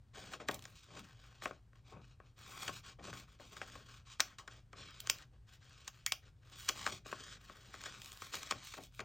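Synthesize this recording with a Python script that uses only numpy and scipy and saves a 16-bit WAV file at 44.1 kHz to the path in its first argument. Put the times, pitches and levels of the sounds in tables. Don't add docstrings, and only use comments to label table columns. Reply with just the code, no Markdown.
import sys
import numpy as np
from scipy import signal
from scipy.fft import rfft, irfft, next_fast_len
from scipy.io import wavfile
from scipy.ndimage import map_coordinates

SR = 44100
rng = np.random.default_rng(int(sys.argv[2]) if len(sys.argv) > 2 else 0)


def digitize_waveform(pressure):
    field = np.atleast_2d(pressure).T
    bounded = np.clip(field, -1, 1)
    quanta = np.round(bounded * 32767).astype(np.int16)
    wavfile.write(sys.argv[1], SR, quanta)


N = 398840
TIME = np.arange(N) / SR
LEFT_RIGHT = np.array([[1], [-1]])


def from_db(db):
    return 10 ** (np.asarray(db) / 20)


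def rms_one(x):
    return x / np.sqrt(np.mean(x ** 2) + 1e-20)


def at_hz(points, hz):
    where, values = np.transpose(points)
    return np.interp(np.log(np.maximum(hz, 1)), np.log(where), values)


def band(x, edges, order=2):
    return signal.sosfilt(signal.butter(order, edges, "band", fs=SR, output="sos"), x)


def shaped_noise(gain_at):
    size = next_fast_len(N)
    spectrum = rfft(rng.standard_normal(size)) * gain_at(np.fft.rfftfreq(size, 1 / SR))
    return rms_one(irfft(spectrum, size)[:N])


def drift(rate_hz):
    return shaped_noise(lambda hz: 1 / (1 + (hz / rate_hz) ** 2))


# pitch_hz, density_db (per Hz)
AIR_COLOUR = [(20, -14.5), (33, -3.5), (48, 7), (75, 0), (115, 4.5), (170, -11.5), (300, -20.5),
              (700, -28.5), (2000, -35), (6500, -41.5), (9000, -42), (16000, -52.5)]
AIR_DB, HUM_HZ, HUM_WIDTH_HZ, HUM_DB = -63.5, 120, 4.7, -70


def background(side_db=-19):
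    mid, side = [shaped_noise(lambda hz: from_db(at_hz(AIR_COLOUR, hz))) for _ in range(2)]
    air = mid + from_db(side_db) * side * LEFT_RIGHT
    hum = shaped_noise(lambda hz: 1 / (1 + (2 * (hz - HUM_HZ) / HUM_WIDTH_HZ) ** 2))
    return from_db(AIR_DB) * air + from_db(HUM_DB) * hum


def gesture(start, end, attack_s, release_s):
    rise = np.clip((TIME - start) / attack_s + .5, 0, 1)
    return rise * np.exp(-np.clip((TIME - end) / release_s, 0, 5) ** 2)


# start_s, end_s, hiss_db,
# change_db (from start to end, rising or falling), weight_db (of the lows), sheen_db (of the top)
STROKES = [(0.144, 0.34, -56.5, -3.5, 6, -1), (0.403, 0.424, -59.5, -6, 18.5, -15),
           (0.486, 0.543, -58, -1.5, 6, 3), (0.577, 0.701, -66, 3.5, 4.5, 16.5),
           (0.749, 0.86, -61.5, -5, -11, 2), (0.877, 0.985, -60.5, 11, 11.5, -6),
           (1.026, 1.159, -64.5, -5, 2.5, 4), (1.193, 1.408, -66, -4, 0.5, 4),
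           (1.422, 1.469, -54, -6, 3, 1), (1.526, 1.551, -65, -4.5, 7, -3),
           (1.759, 1.765, -67.5, -7.5, 8, 7), (1.853, 1.911, -65, 0.5, 6, -2),
           (2.008, 2.109, -69, 1.5, 0, -3), (2.252, 2.284, -72, -3, -7, 2), (2.37, 2.677, -55, 10.5, 1, 5),
           (2.695, 2.767, -56, 5, -9, 5), (2.837, 2.895, -54.5, -3, -1, -4),
           (3.031, 3.082, -51.5, 0, 8.5, -9), (3.124, 3.205, -55.5, -2.5, 2, 4.5),
           (3.276, 3.332, -67, -2.5, 1.5, 12), (3.391, 3.513, -62, -1, -21, 2),
           (3.515, 3.808, -58.5, -1.5, 5, 1), (3.85, 3.974, -61, 0.5, 0, 2),
           (4.06, 4.127, -58, 4, -9.5, -4), (4.209, 4.319, -60, -8, 2, -1.5),
           (4.499, 4.574, -62, -6, 4.5, -13.5), (4.767, 4.854, -56.5, -4, 6, -5),
           (4.878, 5.204, -61.5, 6, 0.5, -3.5), (5.329, 5.34, -74.5, 1, 9, 2.5),
           (5.473, 5.54, -64.5, 4.5, -3.5, 8.5), (5.612, 5.863, -63.5, 2, -2.5, -2),
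           (5.928, 6.025, -67.5, -3, -4.5, 11.5), (6.222, 6.263, -69, 6, 1.5, -7.5),
           (6.422, 6.499, -68.5, 2.5, 4.5, 12), (6.512, 6.546, -59, 4.5, -0.5, -5),
           (6.562, 6.685, -53.5, 2.5, -9, 9), (6.697, 6.876, -51.5, 10, 1.5, -1),
           (6.884, 6.951, -53, 2, -16, -3), (7.057, 7.11, -54, -1, 1.5, 1.5),
           (7.136, 7.336, -55.5, 2, 0.5, -5), (7.398, 7.727, -62.5, 4.5, 3, 6),
           (7.725, 7.957, -55.5, 6.5, 0.5, -6), (7.99, 8.198, -58, -0.5, -4.5, 11.5),
           (8.218, 8.325, -56, -8, -3.5, 9), (8.327, 8.499, -51, -10.5, -1.5, 3.5),
           (8.533, 8.622, -58, 7.5, -7, -6), (8.64, 8.76, -53.5, -4.5, -17, 5),
           (8.799, 8.839, -57.5, 3, -40, 10), (8.918, 8.967, -65, 2, -15, 17)]
STROKE_ATTACK_S, STROKE_RELEASE_S = 0.025, .036
FLUTTER_DB, BODY_DB, BODY_WEIGHT_SHARE = -6, -3, 0.31


def strokes():
    power = np.zeros((4, N))
    for start, end, db, change_db, weight_db, sheen_db in STROKES:
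        along = np.clip((TIME - start) / (end - start), 0, 1) - .5
        pressure = from_db(db + change_db * along)
        movement = pressure * gesture(start, end, STROKE_ATTACK_S, STROKE_RELEASE_S)
        body_db = BODY_DB + BODY_WEIGHT_SHARE * weight_db
        colour = from_db([FLUTTER_DB + weight_db, body_db, 0, sheen_db])
        power += np.outer(colour ** 2, movement ** 2)
    return power


# low_hz, high_hz
REGISTERS = [(180, 800), (820, 2400), (2400, 7600), (8000, 16000)]
# trim_db, grit_share (0-1)
FRICTION = [(-8, 0.5), (-2, 0.6), (-3.5, 0.42), (-22, 0.96)]
FLICKER_DB, FLICKER_HZ = (2.5, 1.5, 1.3, 1.5), 28


def sliding(flutter, body, hiss, edge, grains_per_s=2000, grain_spread_db=4.5,
            catch_hz=45, catch_db=1.2, firm_db=-60.0, brightening=.2):
    edge = edge + brightening * (hiss - firm_db)
    catching = drift(catch_hz)
    born = rng.random(N) < grains_per_s * from_db(3 * catching) / SR
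    sizes_db = grain_spread_db * np.minimum(rng.exponential(1, N), 4.5)
    sizes = from_db(sizes_db) * rng.choice([-1, 1], N)
    grains = born * sizes + 1e-18
    grit, smooth = [soft_touch(desk_echo(sheet(x)), hiss - firm_db)
                    for x in (grains, rng.standard_normal(N))]
    out = 0
    levels = (flutter, body, hiss, edge)
    for edges, level, (trim_db, share), flicker_db in zip(REGISTERS, levels, FRICTION, FLICKER_DB):
        mixed = np.sqrt(share) * grit + np.sqrt(1 - share) * smooth
        friction = rms_one(band(mixed, edges, order=3))
        flicker = flicker_db * drift(FLICKER_HZ)
        out = out + friction * from_db(level + trim_db + catch_db * catching + flicker)
    return out + flapping(flutter)


# pitch_hz, width_hz, lift_db
SHEET = [(408, 53, 4), (590, 180, 8), (1090, 52, 6), (1270, 310, 8.5), (1586, 220, 5), (1860, 57, 5),
         (2340, 390, 3.5), (3180, 150, 2.5), (3523, 1700, 6.5), (7240, 2000, 3), (11060, 600, 2),
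         (15000, 770, 3)]


def sheet(x):
    for hz, width, db in SHEET:
        b, a = signal.iirpeak(hz, hz / width, fs=SR)
        x = x + (from_db(db) - 1) * signal.lfilter(b, a, x)
    return x


def desk_echo(x, delay_s=0.000722, sway=.25, sway_hz=1.4, strength=0.55):
    late = np.arange(N) - SR * delay_s * np.exp(sway * drift(sway_hz))
    return rms_one(x + strength * map_coordinates(x, [late], order=3))


def soft_touch(x, firmness_db, dull_hz=5600, range_db=6.5):
    dull = signal.sosfilt(signal.butter(2, dull_hz, fs=SR, output="sos"), x)
    firm = .5 + .5 * np.tanh(firmness_db / range_db)
    return np.sqrt(firm) * x + np.sqrt(1 - firm) * np.roll(dull, SR)


def flapping(flutter_db, low_hz=75, high_hz=210, trim_db=-7.5, linger_s=0.036):
    keep = np.exp(-1 / (linger_s * SR))
    swing = signal.lfilter([1 - keep], [1, -keep], from_db(flutter_db + trim_db))
    return swing * rms_one(band(rng.standard_normal(N), (low_hz, high_hz)))


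def in_hands(x, wander_hz=4, lag_samples=0.13, pan_db=-0.3):
    across = drift(wander_hz)
    ports = []
    for side in (.5, -.5):
        moved = map_coordinates(x, [np.arange(N) + side * lag_samples * across], order=3)
        ports.append(moved * from_db(side * pan_db * across))
    return np.array(ports)


# pitch_hz, t60_s
ROOM_T60 = [(150, 0.32), (1000, 0.18), (4000, 0.18), (8000, 0.16), (16000, 0.18)]
ROOM_DB, ROOM_GAP_S = -10, 0.00099


def room(x, apart=0.18):
    t = TIME[:SR // 2]
    white = rng.standard_normal(len(t)) + apart * rng.standard_normal(len(t)) * LEFT_RIGHT
    edges = np.geomspace(100, 17000, 8)
    tail = 0
    for low, high in zip(edges, edges[1:]):
        t60 = at_hz(ROOM_T60, np.sqrt(low * high))
        tail = tail + band(white, (low, high)) * from_db(-60 * t / t60)
    tail = tail * np.clip(t / ROOM_GAP_S - .5, 0, 1)
    tail = tail / np.sqrt(np.sum(tail ** 2) / 2)
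    return signal.fftconvolve(x[None], tail, axes=1)[:, :N]


def blows(table, colour_db, axis):
    tilt_steps = np.arange(len(REGISTERS)) - axis
    rows = []
    for s, db, decay, hz, tilt in table:
        levels = db + np.array(colour_db) + tilt * tilt_steps
        rows.append([s, decay, hz, *levels])
    return np.array(rows)


# start_s, crack_db (before colour), decay_s (before stretching), ring_hz,
# tilt_db (towards the treble, per register)
SNAPS = [(.3347, -46, 0.0075, 3230, -8.5), (.5114, -47.5, .0038, 3630, 6.5),
         (.543, -49.5, 0.003, 6650, 12.5), (.6535, -51.5, 0.0018, 6440, -5.5),
         (2.6787, -40, 0.0043, 2700, -5.5), (4.2031, -26, 0.0021, 5340, -1.5),
         (4.384, -49.5, 0.014, 1220, -6.5), (5.0027, -47.5, 0.0021, 3700, 9.5),
         (5.0721, -43.5, 0.00075, 6550, -2.5), (5.0981, -27, .0014, 6240, 2.5),
         (5.8775, -43.5, 0.0035, 6630, -1), (6.0628, -32.5, .0013, 6600, 6),
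         (6.1207, -31, 0.002, 4050, 0.5), (6.6888, -30.5, 0.0021, 5940, 1), (6.693, -35, 0.0022, 3020, -5),
         (7.8377, -50, 0.0015, 7360, -4.5), (7.8572, -44.5, 0.0095, 1680, -6.5),
         (8.341, -45.5, 0.0042, 1520, -8.5), (8.3531, -43.5, 0.0023, 4240, 6),
         (8.4308, -48, 0.0015, 6600, -1), (8.5097, -34.5, 0.0032, 1230, -6),
         (9.0026, -48, 0.0042, 3260, -9)]
SNAP_COLOUR_DB = [-22.5, -7.5, -1, -12.5]   # thump_db, body_db, crack_db, edge_db
SNAP_S = .01


def snap_rows():
    return blows(SNAPS, SNAP_COLOUR_DB, axis=2)


def buckle(decay_s, rise_s, size=4096):
    t = TIME[:size]
    envelope = (1 - np.exp(-t / rise_s)) * np.exp(-t / decay_s)
    burst = rng.standard_normal(size) * envelope
    for _ in range(2):
        even = irfft(np.exp(1j * np.angle(rfft(burst))))
        burst = even * np.sqrt(envelope)
    return burst


def ringing(burst, hz, sharpness=4.5, lift_db=6, rim_echo=0.42):
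    trip = int(rng.uniform(0.00029, .0012) * SR)
    burst = burst + rim_echo * np.pad(burst, (trip, 0))[:len(burst)]
    b, a = signal.iirpeak(hz, sharpness, fs=SR)
    return burst + (from_db(lift_db) - 1) * signal.lfilter(b, a, burst)


def dispersed(bursts, lag_s=0.00018):
    hz = np.fft.rfftfreq(bursts.shape[-1], 1 / SR)
    phase = 4 * np.pi * lag_s * np.sqrt(1000 * hz)
    return irfft(rfft(bursts) * np.exp(-1j * phase))


def snaps(rows, rise_s=0.00016, stretch=1.87, thump_stretch=2.7, early_s=0.00015):
    decays = np.maximum(rows[:, 1], .0005) * stretch

    def bursts_lasting(longer):
        bursts = [ringing(buckle(d * longer, rise_s), hz) for d, hz in zip(decays, rows[:, 2])]
        return dispersed(sheet(np.array(bursts)))

    quick, slow = bursts_lasting(1), bursts_lasting(thump_stretch)
    sounds = 0
    for edges, bursts, level in zip(REGISTERS, (slow, quick, quick, quick), rows[:, 3:].T):
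        part = band(bursts, edges, order=3)
        rms = np.sqrt(np.sum(part ** 2, axis=1) / (SNAP_S * SR))
        sounds = sounds + part * (from_db(level) / rms)[:, None]
    out = np.zeros(N + SR)
    for s, sound in zip(rows[:, 0], sounds):
        start = int((s - early_s) * SR)
        out[start:start + len(sound)] += sound
    return out[:N]


def straining(hits, hiss_db, lead_s=0.0049, below_db=-7.5, above_hiss_db=14.0):
    swell = np.zeros(N)
    for s, decay, hz, thump, body, crack, edge in hits:
        at = int(s * SR)
        swell[at] = from_db(min(crack + below_db, hiss_db[at] + above_hiss_db))
    swell = signal.lfilter([1], [1, -np.exp(-1 / (lead_s * SR))], swell[::-1] + 1e-18)[::-1]
    return swell * rms_one(band(sheet(rng.standard_normal(N)), (1500, 8000)))


# start_s, body_db (before colour),
# decay_s (before stretching), ring_hz, tilt_db (towards the treble, per register)
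TAPS = [(.4003, -49.5, 0.011, 3030, -1), (.4859, -36.5, .0016, 3240, 6.5),
        (.4901, -38.5, 0.0023, 1830, -10), (.9914, -64, .0051, 514, 14.5), (1.421, -48, 0.003, 1740, 0),
        (1.4561, -36.5, 0.0019, 1450, -3.5), (1.4614, -50, 0.0062, 1440, -10.5),
        (1.5092, -48, 0.0024, 1470, -7.5), (1.732, -68, .0015, 1490, -4),
        (2.2008, -61.5, 0.0014, 1170, -10.5), (2.6911, -44, .0018, 1070, -6),
        (3.1292, -50, 0.0014, 1530, -3), (3.398, -62, 0.0017, 560, -12.5), (3.5664, -51, 0.0038, 1090, 5.5),
        (3.6155, -41, 0.0033, 1510, -2), (3.7542, -56, 0.0013, 1100, -11),
        (4.1976, -39, 0.00043, 1210, 1.5), (4.4765, -47.5, 0.0037, 1430, 3),
        (4.7297, -52.5, 0.0034, 1170, 0.5), (6.8645, -32.5, 0.002, 1740, 2.5),
        (6.8742, -41, 0.002, 1170, 1), (7.0596, -53.5, 0.0023, 2940, -8.5), (7.127, -41.5, 0.0015, 960, -6),
        (7.497, -52.5, 0.0014, 1160, -4), (7.7412, -48.5, 0.002, 1340, 0.5),
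        (8.2197, -45.5, 0.0015, 1190, 1), (8.5218, -39.5, 0.00064, 1140, 0.5),
        (8.7378, -48.5, 0.0032, 865, 4), (8.783, -63, 0.0024, 760, -20), (8.993, -43.5, 0.002, 2090, 0)]
TAP_COLOUR_DB = [-8, -1, -10, -30]   # thump_db, body_db, crack_db, edge_db


def tap_rows():
    return blows(TAPS, TAP_COLOUR_DB, axis=1)


# start_s, flutter_db (before contact colouring)
PATS = [(.41, -65), (0.485, -41.5), (.525, -54.5), (.98, -65.5), (1.923, -48.5), (1.97, -58.5), (2.21, -63),
        (2.68, -51.5), (2.989, -48), (3.06, -58), (3.406, -54), (3.62, -60.5), (4.735, -57.5), (5.1, -62),
        (6.88, -48), (8.51, -50.5), (8.77, -49.5), (8.995, -50)]
PAT_ATTACK_S, PAT_DECAY_S, PAT_BODY_DB, PAT_HISS_DB = .008, 0.057, -9, -19.5


def pats():
    puffs = sum((from_db(db) * gesture(s, s, PAT_ATTACK_S, PAT_DECAY_S)) ** 2 for s, db in PATS)
    colour = from_db([0, PAT_BODY_DB, PAT_HISS_DB, PAT_HISS_DB])
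    return np.outer(colour ** 2, puffs)


def handling(rest_db=-87.5):
    return 10 * np.log10(from_db(rest_db) ** 2 + strokes() + pats())


# start_s, crack_db (before colour)
TICKS = [(0.592, -58), (0.623, -57.5), (.64, -59.5), (3.039, -65), (4.9074, -63), (5.185, -58.5),
         (6.4981, -69), (7.815, -55), (8.0176, -52), (8.0454, -55.5), (8.059, -52.5), (8.1185, -53),
         (8.173, -56.5), (8.33, -55)]
TICKS_PER_S, TICK_DB = 10, -8
TICK_DECAY_S, TICK_HZ, TICK_TILT_DB = 0.0011, 4200, 2


def ticks(hiss_db, spread_db=1.0, pitch_spread=1.0, count=120):
    times = np.cumsum(rng.exponential(1 / TICKS_PER_S, count))
    random_ticks = [(s, hiss_db[int(s * SR)] + TICK_DB + spread_db * size)
                    for s, size in zip(times, rng.standard_normal(count)) if SNAP_S < s < TIME[-1]]
    pitches = TICK_HZ * np.exp(pitch_spread * rng.standard_normal(len(TICKS) + count))
    pitches = np.minimum(pitches, SR / 4)
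    table = [(s, db, TICK_DECAY_S, hz, TICK_TILT_DB) for (s, db), hz in zip(TICKS + random_ticks, pitches)]
    return blows(table, SNAP_COLOUR_DB, axis=2)


# time_s, level_db, pitch_factor
PEEL = [(4.74, -84, 1.02), (4.8, -61.5, 1.06), (4.951, -70, 0.93), (5.06, -77, .975), (5.12, -96.5, .97)]
# pitch_hz, level_db (relative)
HELD_MODES = [(1880, -17.5), (2300, 0), (2750, -8.5), (3330, 0.5), (4000, 3), (5220, -1)]


def peeling(width_hz=150):
    s, db, factor = np.transpose(PEEL)
    turns = np.cumsum(np.interp(TIME, s, factor)) / SR
    modes = sum(from_db(level) * drift(width_hz) * np.sin(2 * np.pi * hz * turns)
                for hz, level in HELD_MODES)
    return modes * from_db(np.interp(TIME, s, db)) * (TIME > s[0]) * (TIME < s[-1])


# level_db (before the shiver), start_hz, end_hz, t60_s
TWANG = (-33.5, 1858, 2281, 0.15)
TWANG_S = 6.064


def twang(tighten_s=0.0154):
    db, start_hz, end_hz, t60 = TWANG
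    t = np.maximum(TIME - TWANG_S, 0)
    hz = end_hz + (start_hz - end_hz) * np.exp(-t / tighten_s)
    shiver = 0.36 + .5 * drift(170)
    phase = 2 * np.pi * np.cumsum(hz * (t > 0)) / SR
    return shiver * from_db(db - 60 * t / t60) * np.sin(phase)


def scene():
    flutter, body, hiss, edge = handling()
    hits = np.vstack([snap_rows(), tap_rows()])
    paper = sliding(flutter, body, hiss, edge) + straining(hits, hiss)
    paper = paper + snaps(np.vstack([hits, ticks(hiss)])) + peeling() + twang()
    return background() + in_hands(paper) + from_db(ROOM_DB) * room(paper)


# pitch_hz, left_over_right_db
PORT_BALANCE = [(50, 0), (200, 3), (500, 4), (800, 5), (1400, 5), (2000, 2.5), (2500, 0.5), (16000, -1.5)]
# pitch_hz, left_lead_rad
PORT_PHASE = [(2000, 0), (3200, .6), (4600, 0), (8600, 0), (9850, -2.95), (10450, -3.3), (11800, -6.28),
              (12300, -6.28), (13500, -9.25), (14050, -9.6), (15300, -12.57)]
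CUTOFF_HZ = 15900


def record(dry):
    size = next_fast_len(N + 4096)
    hz = np.fft.rfftfreq(size, 1 / SR)
    balance = from_db(at_hz(PORT_BALANCE, hz) * LEFT_RIGHT / 2)
    lead = np.exp(1j * at_hz(PORT_PHASE, hz) * np.array([[1], [0]]))
    heard = irfft(rfft(dry, size) * balance * lead, size)[:, :N]
    return signal.sosfilt(signal.ellip(10, .2, 80, CUTOFF_HZ, fs=SR, output="sos"), heard)


dry = scene()
out = record(dry)
digitize_waveform(out)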